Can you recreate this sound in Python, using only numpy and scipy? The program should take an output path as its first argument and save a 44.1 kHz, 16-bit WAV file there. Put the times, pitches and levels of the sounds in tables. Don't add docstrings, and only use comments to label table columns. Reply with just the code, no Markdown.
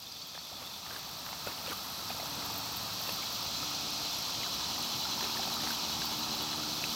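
import sys
import numpy as np
from scipy import signal
from scipy.fft import rfft, irfft
from scipy.io import wavfile

SR = 44100
rng = np.random.default_rng(int(sys.argv[2]) if len(sys.argv) > 2 else 0)


def wrap_up_sound(samples):
    columns = np.atleast_2d(samples).T
    tamed = np.clip(columns, -1, 1)
    steps = np.round(tamed * 32767).astype(np.int16)
    wavfile.write(sys.argv[1], SR, steps)


def elevation(decibels):
    levels = np.asarray(decibels, float)
    return 10 ** (levels / 20)


N = 306495
TIME = np.arange(N) / SR

# (time [s], gain [dB])
MIC_GAIN = [(0, -10), (.5, -7.5), (1.4, -4), (2.4, -0.5), (6.95, .5)]
# (time [s], low edge [Hz], high edge [Hz], level [dB])
SIDE_HISS = [
    (.6066, 11000, 12500, -68),
    (3.5788, 4100, 6400, -44),
    (3.5788, 9000, 11800, -58),
    (3.5788, 14500, 15500, -61),
    (5.599, 7600, 9700, -57),
    (5.9937, 10300, 11700, -62),
]

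# (frequency [Hz], level [dB per Hz])
RUMBLE = [(13, -51), (22, -30), (59, -4.5), (108, -1), (138, -1), (178, 0.5), (248, -3), (288, -1.5),
          (380, -9.5), (600, -6), (780, -5.5), (1320, -120)]
# (frequency [Hz], level [dB per Hz])
AIR = [(1500, -29), (2500, 6), (6500, 0), (8000, 2), (9500, -8), (11000, -4), (16000, -1)]
# (frequency [Hz], level [dB per Hz])
TRICKLE = [(350, -10), (500, -18), (700, 0.5), (900, 3), (1100, 1.5), (1300, 4.5), (1450, -3.5), (2000, -8),
           (2600, -30)]
# (time [s], level [dB])
FLOW = [(0, -48.5), (.4, -48), (1.4, -44.5), (2, -45.5), (2.4, -46), (3.6, -46), (4.2, -47), (5.1, -47),
        (6.2, -46.5), (6.95, -47)]

# (time [s], firing rate [Hz], even orders [dB], odd orders [dB])
ENGINE = [(0, 72.5, -92, -95), (1.9, 69.8, -81, -84), (2.3, 72.25, -54.5, -63), (2.85, 71.8, -59, -68),
          (3.3, 72.8, -82, -78), (3.65, 73.7, -53.5, -66), (4, 75.8, -54, -68), (4.5, 75.55, -58, -60),
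          (4.9, 75.8, -55, -52.5), (5.3, 76.47, -55.5, -50), (6, 76.24, -51.5, -51),
          (6.5, 75.86, -48, -49.5), (6.95, 76.2, -48.5, -49.5)]
ORDERS_DB = -11.5, -7, -4.5
# (order [firing rates], level [dB])
HALF_ORDERS = [(1.5, -56), (2.5, -56.5)]
# (centre [s], length [s], level [dB])
UNEVEN = [
    (2.9, 0.85, 1.5),
]

# (centre [s], length [s], level [dB])
FAR_FROGS = [
    (2.6, 0.55, -51),
    (5.6, 2.73, -47.5),
]
# (frequency [Hz], width [Hz], level [dB])
FROG_THROAT = [(880, 360, 0)]
# (centre [s], length [s], level [dB])
FAR_CRICKETS = [
    (.4, 1.0, -47),
]
# (frequency [Hz], width [Hz], level [dB])
CRICKET_WING = [(3500, 360, 0)]
# (time [s], peak [dB], pitch [Hz])
CHIRPS = [(.028, -41, 4800), (.068, -42.5, 3600), (.122, -40.5, 4760), (.165, -41.5, 3500),
          (.22, -40.5, 4530), (.287, -42, 4500), (.39, -41.5, 4450), (.675, -45, 3700), (.74, -41, 3650),
          (1.474, -42, 2610), (1.696, -42, 2960), (2.105, -40, 2500), (3.605, -41, 2480)]
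# (time [s], peak [dB], pitch [Hz])
PEEPS = [(.628, -46, 1140), (1.265, -47, 1530), (1.29, -44, 596), (6.003, -35, 5340), (3.005, -41, 610),
         (3.715, -38.5, 1260), (4.01, -41, 690), (4.11, -43, 694), (5.36, -37, 937), (5.418, -41, 924),
         (5.475, -37, 798), (6.121, -33.5, 884)]

# (time [s], length [s], level [dB], brightness [Hz])
SLOSHES = [(0.354, 0.02, -50, 3500), (0.623, 0.084, -50.5, 1500), (0.95, 0.13, -49, 2500),
           (1.47, 0.011, -38, 900), (1.493, 0.02, -45, 1300), (1.52, 0.023, -45, 1500),
           (1.663, 0.011, -49, 4500), (1.695, 0.04, -45, 3000), (1.722, 0.014, -48, 1600),
           (2.384, 0.023, -48, 200), (3.087, 0.065, -48, 3500), (5.247, 0.04, -43, 1490),
           (5.664, 0.078, -42.5, 2500)]
# (time [s], peak [dB], pitch [Hz])
PLOPS = [(.351, -43, 537), (.528, -51, 690), (.62, -44, 530), (.906, -38, 674), (1.472, -29, 550),
         (1.681, -34, 540), (2.105, -32, 730), (2.114, -35, 1247), (2.148, -37, 665), (2.199, -33.5, 680),
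         (2.231, -34.5, 630), (3.63, -31, 1272), (5.053, -31, 1330), (5.396, -28.5, 740),
         (6.635, -35, 1417)]
# (time [s], peak [dB], pitch [Hz], length [ms])
GULPS = [
    (.522, -44, 621, 22.2),
    (.536, -46, 914, 12),
    (.63, -50, 564, 18),
    (1.472, -43, 128, 9.9),
    (1.484, -40, 735, 9.2),
    (1.702, -40, 266, 16),
]
# (time [s], peak [dB], pitch [Hz])
DRIPS = [(.354, -44, 1680), (.38, -49, 1840), (.866, -43, 1750), (0.91, -37, 1590), (.963, -38, 1630),
         (1.266, -43, 1770), (1.475, -33, 1420), (1.514, -41, 1830), (1.72, -40, 1490), (1.729, -47, 2940),
         (2.202, -42, 2060), (2.423, -41, 2110), (3.072, -37, 2700), (3.095, -33, 2630), (3.231, -38, 2260),
         (4.414, -38, 2480), (4.433, -36.5, 2096), (4.464, -36, 1510), (4.762, -41, 1960),
         (5.211, -37, 1720), (5.226, -40, 1793), (5.242, -36, 2570), (5.299, -36, 2480), (5.372, -35, 1760),
         (5.653, -44, 2103), (5.674, -38, 1914), (5.707, -30.5, 1530), (6.02, -34.5, 1560),
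         (6.841, -26.5, 2600)]
# (time [s], peak [dB], pitch [Hz])
PATTER = [(1.521, -39, 800), (1.582, -41, 2900), (2.169, -43, 850), (2.181, -41, 880), (2.208, -38, 750),
          (2.259, -39, 1300), (2.267, -40, 850), (5.226, -35, 350), (5.255, -41, 1750), (5.298, -37, 1350),
          (5.348, -38, 1200), (5.432, -38, 1600), (5.477, -38, 1220), (5.503, -36, 1250),
          (5.568, -33, 1320), (5.581, -36, 1230), (5.605, -41, 1800), (5.673, -38, 1300),
          (5.706, -37, 1000), (5.737, -37, 950), (6.409, -36, 2980)]
# (time [s], peak [dB], pitch [Hz])
RATTLE = [(1.663, -36, 3650), (1.666, -40, 1350), (1.674, -37, 2600), (1.675, -41, 4200),
          (1.692, -40, 3100), (1.698, -40, 3000), (1.704, -41, 3200), (1.709, -40, 2200),
          (1.717, -38, 1400), (1.722, -38, 1200), (1.727, -37, 1300), (1.731, -36, 1200),
          (1.731, -41, 3000)]
# (time [s], peak [dB], ring [Hz])
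CRACKS = [(0.35, -34, 1740), (0.377, -26, 1190), (0.863, -29, 1710), (0.907, -32, 1570), (0.929, -35, 977),
          (1.264, -24.5, 1640), (1.289, -28, 1060), (1.329, -23, 1100), (1.471, -35, 1380),
          (1.475, -31, 1330), (1.519, -39, 1130), (1.662, -36, 1310), (1.672, -37, 1070),
          (1.663, -33, 3700), (1.674, -32, 2700), (1.709, -30, 1900), (1.731, -28, 3000), (.962, -33, 1900),
          (6.018, -30, 850), (3.094, -30, 1900), (4.432, -28, 2300), (1.728, -32, 1140), (2.099, -29, 2480),
          (3.091, -21.5, 1190), (4.43, -28, 3170), (5.225, -25, 947), (5.371, -42, 929), (5.651, -32, 3163),
          (5.672, -36, 908), (5.707, -35, 1550), (6.018, -29, 1390), (6.53, -26, 1270), (6.839, -26, 2990)]
# (time [s], peak [dB])
SNAPS = [
    (0.9737, -44),
    (1.7275, -44),
    (3.0944, -36),
    (3.9055, -41),
    (4.8264, -38),
    (4.8908, -43),
    (5.687, -37),
    (5.7054, -42),
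    (6.8384, -46),
]

# (frequency [Hz], level [dB per Hz])
CROWD = [(5590, -54), (9500, -5), (10600, -8.5), (12700, 3), (15000, -1), (15900, -4)]
# (centre [s], length [s], level [dB])
CROWD_BOUTS = [
    (.7, 0.46, -56),
    (1.4, 0.42, -54.5),
    (2, .5, -57),
    (2.85, 0.44, -66),
    (5.4, 0.56, -58.5),
    (6.95, .5, -60),
]
# (frequency [Hz], width [Hz], level [dB])
LOW_WING = [(11800, 2100, -2), (13000, 1100, 0)]
# (centre [s], length [s], level [dB])
LOW_BOUTS = [
    (.35, .5, -57),
    (2.2, 0.75, -56.5),
    (3.1, .4, -62),
    (4, 0.96, -58.5),
    (5, 0.43, -62),
    (5.8, 0.61, -62),
    (6.95, 0.36, -59),
]
# (frequency [Hz], width [Hz], level [dB])
HIGH_WING = [(13250, 1100, 0), (14200, 1000, -1), (15300, 1100, -1)]
# (centre [s], length [s], level [dB])
HIGH_BOUTS = [
    (0, 0.35, -50),
    (1.1, .4, -54),
    (1.62, .3, -51),
    (3.2, 0.55, -51),
    (5.15, 0.91, -57),
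    (6.3, .8, -69),
]
# (time [s], lead over an even beat [strokes])
HIGH_LEAD = [(0, 0), (2, .03), (2.4, -.28), (3.5, -.28), (5.2, 1.3), (5.8, 1.3), (6.95, 2.5)]
# (frequency [Hz], width [Hz], level [dB])
TICK_WING = [(12640, 1800, -2.5), (14400, 1000, 2), (15400, 700, -1)]
# (time [s], peak [dB])
WING_TICKS = [(.2713, -34), (.8929, -39), (1.0266, -38), (1.7704, -29), (2.176, -34), (2.4533, -24),
              (2.5386, -29), (2.578, -26), (2.6534, -29), (2.7207, -28), (2.7651, -22), (3.2216, -34),
              (3.6386, -30), (3.704, -28), (4.0345, -37), (4.1415, -37), (4.4293, -37), (4.5421, -32),
              (4.787, -28), (4.8464, -28), (5.1477, -40), (5.2487, -39), (5.7089, -25), (5.7438, -30),
              (6.053, -23.5), (6.129, -31), (6.1903, -25), (6.2484, -32), (6.4206, -26), (6.9267, -37)]
# (time [s], ticks [count], peak [dB])
TICK_RUNS = [
    (1.646, 5, -38),
    (2.578, 2, -33),
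    (2.9961, 7, -35),
    (3.2849, 4, -45),
    (5.913, 2, -36),
    (5.9695, 3, -40),
    (6.0866, 1, -36),
    (6.163, 1, -36),
    (6.328, 3, -34),
]

# (time [s], steady group [dB], throbbing group [dB], throb depth [0-1])
CICADAS = [(0, -38.5, -54, .3), (1, -41, -49.5, 0.1), (2.4, -42, -53, .2), (3, -40.5, -49, 0),
           (3.5, -40, -44, .3), (4.1, -39, -43.5, 0.26), (5, -40, -40.5, 0.3), (5.6, -38, -45, 0.64),
           (6.5, -40, -42.5, 0.28), (6.95, -38, -47, 0.1)]
# (time [s], rate [strokes per s])
STROKES = [(0, 47.35), (2, 47.55), (3.5, 47.7), (6.95, 47.8)]
# (frequency [Hz], width [Hz], level [dB])
STEADY_BODY = [(2223, 220, -11.5), (2537, 160, -8), (2778, 120, -10), (3090, 57, -2), (3296, 230, -3.5),
               (3654, 500, -4.5), (4156, 315, -1), (4548, 296, 2.5), (4900, 220, -0.5), (5267, 400, -1.5),
               (5710, 710, -5.5), (6130, 640, -7), (6600, 440, -10.5), (7230, 420, -13.5)]
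# (frequency [Hz], width [Hz], level [dB])
NEAR_BODY = [(3980, 180, -2), (4210, 170, 2), (4480, 180, -2), (4860, 120, -5)]
# (time [s], lead over an even beat [throbs])
THROB_LEAD = [(0, .7), (2.5, .65), (3.5, 1.08), (4.0, 1.1), (4.7, 1.21), (5.1, 1.23), (5.5, 1.13),
              (5.9, 1.07), (6.3, 1.1), (6.95, 1.2)]
# (lead [throbs], share of depth [ratio], resonances (frequency [Hz], width [Hz], level [dB]))
THROB_BODY = [
    (0, 1.52, [(2685, 60, -2.5), (2918, 150, -1.5), (3150, 240, -6.5), (3367, 260, -3.5), (3514, 96, 1), (3966, 183, 6), (5790, 130, -3.5), (6026, 92, -1.5), (6340, 90, -3), (6960, 360, -10)]),
    (.08, 1.2, [(4223, 180, -1), (4600, 140, -10)]),
    (.33, 1.8, [(5010, 190, -3), (5320, 210, -1.5)]),
]
THROB_GROUPS_DB = (-2.5, -7, -9)
# (delay [s], level [dB])
ECHOES = [
    (.0229, -11),
    (.0242, -12),
    (.0258, -12),
]

THROBS_PER_S = 10.1
SMALLER_RINGS_SHORTER = -0.21


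def rms_one(x):
    return x / np.sqrt(np.mean(x ** 2) + 1e-20)


def in_time(rows):
    s, *columns = np.transpose(rows)
    return [np.interp(TIME, s, column) for column in columns]


def drift(rate):
    r = np.exp(-80 * np.pi * rate / SR)
    slow = signal.lfilter([1], [1, -2 * r, r * r], rng.standard_normal(N // 40 + 2002))[2000:]
    return np.interp(np.arange(N) / 40, np.arange(len(slow)), rms_one(slow))


def coloured(x, spectrum):
    hz, db = np.transpose(spectrum)
    bins = np.arange(N // 2 + 1) * SR / N + 1
    shape = np.interp(np.log(bins), np.log(hz), db, left=-80, right=-80)
    return rms_one(irfft(rfft(x) * elevation(shape), N))


def resonant(x, body):
    out = 0
    for k, (hz, width, db) in enumerate(body):
        r = np.exp(-np.pi * width / SR)
        b = (1 - r * r) / 2 * np.array([1, 0, -1])
        a = [1, -2 * r * np.cos(2 * np.pi * hz / SR), r * r]
        ring = signal.lfilter(b, a, signal.lfilter(b, a, x))
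        out = out + (-1) ** k * elevation(db) * ring
    return rms_one(out)


def strokes(cycles, sharp):
    return np.exp(sharp * (np.cos(2 * np.pi * cycles) - 1))


def grains(per_s, spread_db):
    size = elevation(spread_db * np.minimum(rng.exponential(1, N), 5)) * rng.choice([-1, 1], N)
    return size * (rng.random(N) < per_s / SR) + 1e-18


def swells(rows):
    out = np.zeros(N)
    for s, length, db in rows:
        near = slice(max(0, round((s - 2 * length) * SR)), round((s + 2 * length) * SR))
        out[near] += elevation(db) * np.exp(-np.log(16) * ((TIME[near] - s) / length) ** 2)
    return out


def blips(rows, rise, rough):
    out, t = np.zeros(N), np.arange(SR // 12) / SR
    wobble = signal.lfilter([1], [1, -.92], rng.standard_normal((len(rows), len(t))))
    for (s, db, hz, ms), noise in zip(rows, rms_one(wobble)):
        tau = ms / 3000
        fade = (t / tau * np.exp(1 - t / tau)) ** .75
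        tone = np.sin(2 * np.pi * hz * t * (1 - 2 * rise + rise * t / tau)) * fade
        at = round((s - tau) * SR)
        out[at:at + len(t)] += elevation(db - 2.5) * (tone * (1 + rough * noise))[:N - at]
    return out


def bubbles():
    born, dealt = grains(900, spread_db=1.0), rng.integers(0, 14, N)
    rings = 0
    for k, hz in enumerate(np.geomspace(380, 2500, num=14)):
        of_this_size = born * (dealt == k) + 1e-18
        rings = rings + resonant(of_this_size, [(hz, 0.16 * hz, 0)]) * np.sqrt(hz)
    return rms_one(rings) + 4.4 * rng.standard_normal(N)


def beds():
    rumble = elevation(-49 + 1.12 * drift(12)) * coloured(rng.standard_normal(N), RUMBLE)
    trickle = elevation(in_time(FLOW)[0] + 0.33 * drift(7.4)) * coloured(bubbles(), TRICKLE)
    hiss = elevation(-46.5) * coloured(rng.standard_normal(N), AIR)
    return rumble + trickle + hiss


def engine():
    firing_hz, even_db, odd_db = in_time(ENGINE)
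    turns = np.cumsum(firing_hz) / SR
    first_db, second_db, fifth_db = ORDERS_DB
    levels_db = [odd_db + first_db, even_db + second_db, odd_db, even_db, odd_db + fifth_db]
    tones = [(k + 1, elevation(db)) for k, db in enumerate(levels_db)]
    tones += [(order, elevation(db) * swells(UNEVEN)) for order, db in HALF_ORDERS]
    out = 0
    for order, gain in tones:
        waver_db, slip = 1.5 * drift(3), .3 * drift(3)
        out = out + gain * elevation(waver_db) * np.sin(2 * np.pi * order * turns + slip)
    return out


def far_calls():
    frogs = swells(FAR_FROGS) * resonant(grains(700, spread_db=2.5), FROG_THROAT)
    pulse = rms_one(strokes(THROBS_PER_S * TIME + .33, sharp=.8))
    crickets = swells(FAR_CRICKETS) * pulse * resonant(grains(1500, spread_db=2.5), CRICKET_WING)
    return frogs + crickets


def calls():
    chirp_ms, peep_ms = 15, 10
    rows = [(*row, chirp_ms) for row in CHIRPS] + [(*row, peep_ms) for row in PEEPS]
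    return blips(rows, rise=.001, rough=.7)


def sloshes():
    source, out = grains(6600, spread_db=5.0), np.zeros(N)
    for s, length, db, hz in SLOSHES:
        near = slice(round((s - .25) * SR), round((s + .25) * SR))
        dulled = signal.lfilter(*signal.butter(1, [130, hz], "band", fs=SR), source[near])
        out[near] += swells([(s, length, db)])[near] * rms_one(dulled)
    return out


def drops():
    ring_ms = 5.35
    rows = [(s, db, hz, ring_ms * (hz / 1000) ** SMALLER_RINGS_SHORTER) for s, db, hz in PLOPS]
    return blips(rows, rise=.008, rough=.3) + blips(GULPS, rise=.11, rough=.1)


def taps():
    out, t = np.zeros(N), np.arange(SR // 40) / SR
    rows = DRIPS + RATTLE + PATTER
    noises = rng.standard_normal((len(rows), len(t)))
    noises = rms_one(signal.lfilter(*signal.butter(1, [500, 4500], "band", fs=SR), noises))
    for (s, db, hz), noise in zip(rows, noises):
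        tau = .0029 * (hz / 2000) ** SMALLER_RINGS_SHORTER
        ring = np.sin(2 * np.pi * hz * t) * np.exp(-t / tau) * (1 - np.exp(-t * hz * 2))
        snap = elevation(-6) * noise * np.exp(-t / .0007)
        at = round((s - .001) * SR)
        out[at:at + len(t)] += elevation(db + 3.5) * (ring + snap)
    return out


def cracks():
    out, t = np.zeros(N), np.arange(SR // 50) / SR
    splinters = rng.standard_normal((len(CRACKS), len(t))) * np.exp(-t / .0016)
    for (s, db, hz), splinter in zip(CRACKS, splinters):
        ring = signal.lfilter(*signal.butter(2, [0.41 * hz, 1.7 * hz], "band", fs=SR), splinter)
        at = round(s * SR)
        out[at:at + len(t)] += elevation(db - 7.0) * ring / np.abs(ring).max()
    return out


def snaps():
    clicks, t = np.zeros(N) + 1e-18, np.arange(100) / SR
    for (s, db), noise in zip(SNAPS, rng.standard_normal((len(SNAPS), len(t)))):
        clicks[round(s * SR):][:len(t)] = elevation(db + 10.5) * noise * np.exp(-t / 0.00061)
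    return signal.sosfilt(signal.butter(2, [7500, 13000], "band", fs=SR, output="sos"), clicks)


def wing_ticks():
    spacing_s = .0205
    runs = [(s + k * spacing_s, db) for s, count, db in TICK_RUNS for k in range(count)]
    rows = []
    for s, db in WING_TICKS + runs:
        length = .009 + .0004 * max(db + 34, 0)
        rows.append((s + 0.36 * length, length, db - 17.0))
    return swells(rows) * resonant(rng.standard_normal(N), TICK_WING)


def katydids():
    crowd = elevation(2.0 * drift(30)) * coloured(rng.standard_normal(N), CROWD)
    out = (elevation(-57.5) + swells(CROWD_BOUTS)) * crowd
    low = np.cumsum(52.5 * (1 + 0.0122 * drift(1.03))) / SR
    high = 48.5 * TIME + in_time(HIGH_LEAD)[0]
    groups = ((-64, LOW_BOUTS, low, LOW_WING), (-68, HIGH_BOUTS, high, HIGH_WING))
    for rest_db, bouts, cycles, wing in groups:
        gate = rms_one(strokes(cycles, sharp=1.5) * elevation(3.2 * drift(14)))
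        out += (elevation(rest_db) + swells(bouts)) * resonant(gate * rng.standard_normal(N), wing)
    return out


def tymbal():
    part = np.arange(928) / 928
    ribs = 0
    for k in range(7):
        size = .55 if k % 2 else 1
        ribs = ribs + size * np.exp(-((part - .06 - k * .128) / .032) ** 2)
    cycles = np.cumsum(in_time(STROKES)[0] * (1 + .0012 * drift(3))) / SR
    now = (cycles % 1 * len(part)).astype(int)
    same, fresh = rng.standard_normal(len(part))[now], rng.standard_normal(N)
    return rms_one(ribs[now] * (same + 0.34 * fresh))


def cicadas():
    steady_db, throb_db, depth = in_time(CICADAS)
    clicks = tymbal()
    steady = resonant(elevation(-4.0) * clicks + rng.standard_normal(N), STEADY_BODY)
    beat = THROBS_PER_S * TIME + in_time(THROB_LEAD)[0]
    source = elevation(-9.5) * clicks[::-1] + rng.standard_normal(N)
    pumped = 0
    for (early, share, body), db in zip(THROB_BODY, THROB_GROUPS_DB):
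        turn = 2 * np.pi * (beat + early)
        throb = 1 + share * depth * (np.cos(turn) + 0.33 * np.sin(2 * turn))
        pumped = pumped + elevation(db) * np.clip(throb, .05, 3) * resonant(source, body)
    pumped = pumped + sum(elevation(db) * np.roll(pumped, round(s * SR)) for s, db in ECHOES)
    near = elevation(-46.5) * resonant(clicks, NEAR_BODY)
    steady = elevation(steady_db + 0.43 * drift(2.2)) * steady
    return steady + elevation(throb_db + 0.14 * drift(9.4)) * pumped + near


def scene():
    steady = elevation(in_time(MIC_GAIN)[0]) * (beds() + far_calls() + katydids() + cicadas())
    water = sloshes() + drops() + taps()
    mono = steady + engine() + calls() + water + cracks() + snaps() + wing_ticks()
    return np.array([mono, mono])


def band_limit(x):
    return signal.sosfilt(signal.butter(12, 15730, fs=SR, output="sos"), x)


def record(dry):
    side, window = np.zeros(N), np.hanning(2048) ** .5
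    for (s, low_hz, high_hz, db), noise in zip(SIDE_HISS, rng.standard_normal((len(SIDE_HISS), 2048))):
        band = signal.sosfilt(signal.butter(6, [low_hz, high_hz], "band", fs=SR, output="sos"), noise)
        side[round(s * SR) - 1024:][:2048] += elevation(db) * window * rms_one(band)
    mix = dry + side * [[1], [-1]]
    return band_limit(mix)


dry = scene()
out = record(dry)
wrap_up_sound(out)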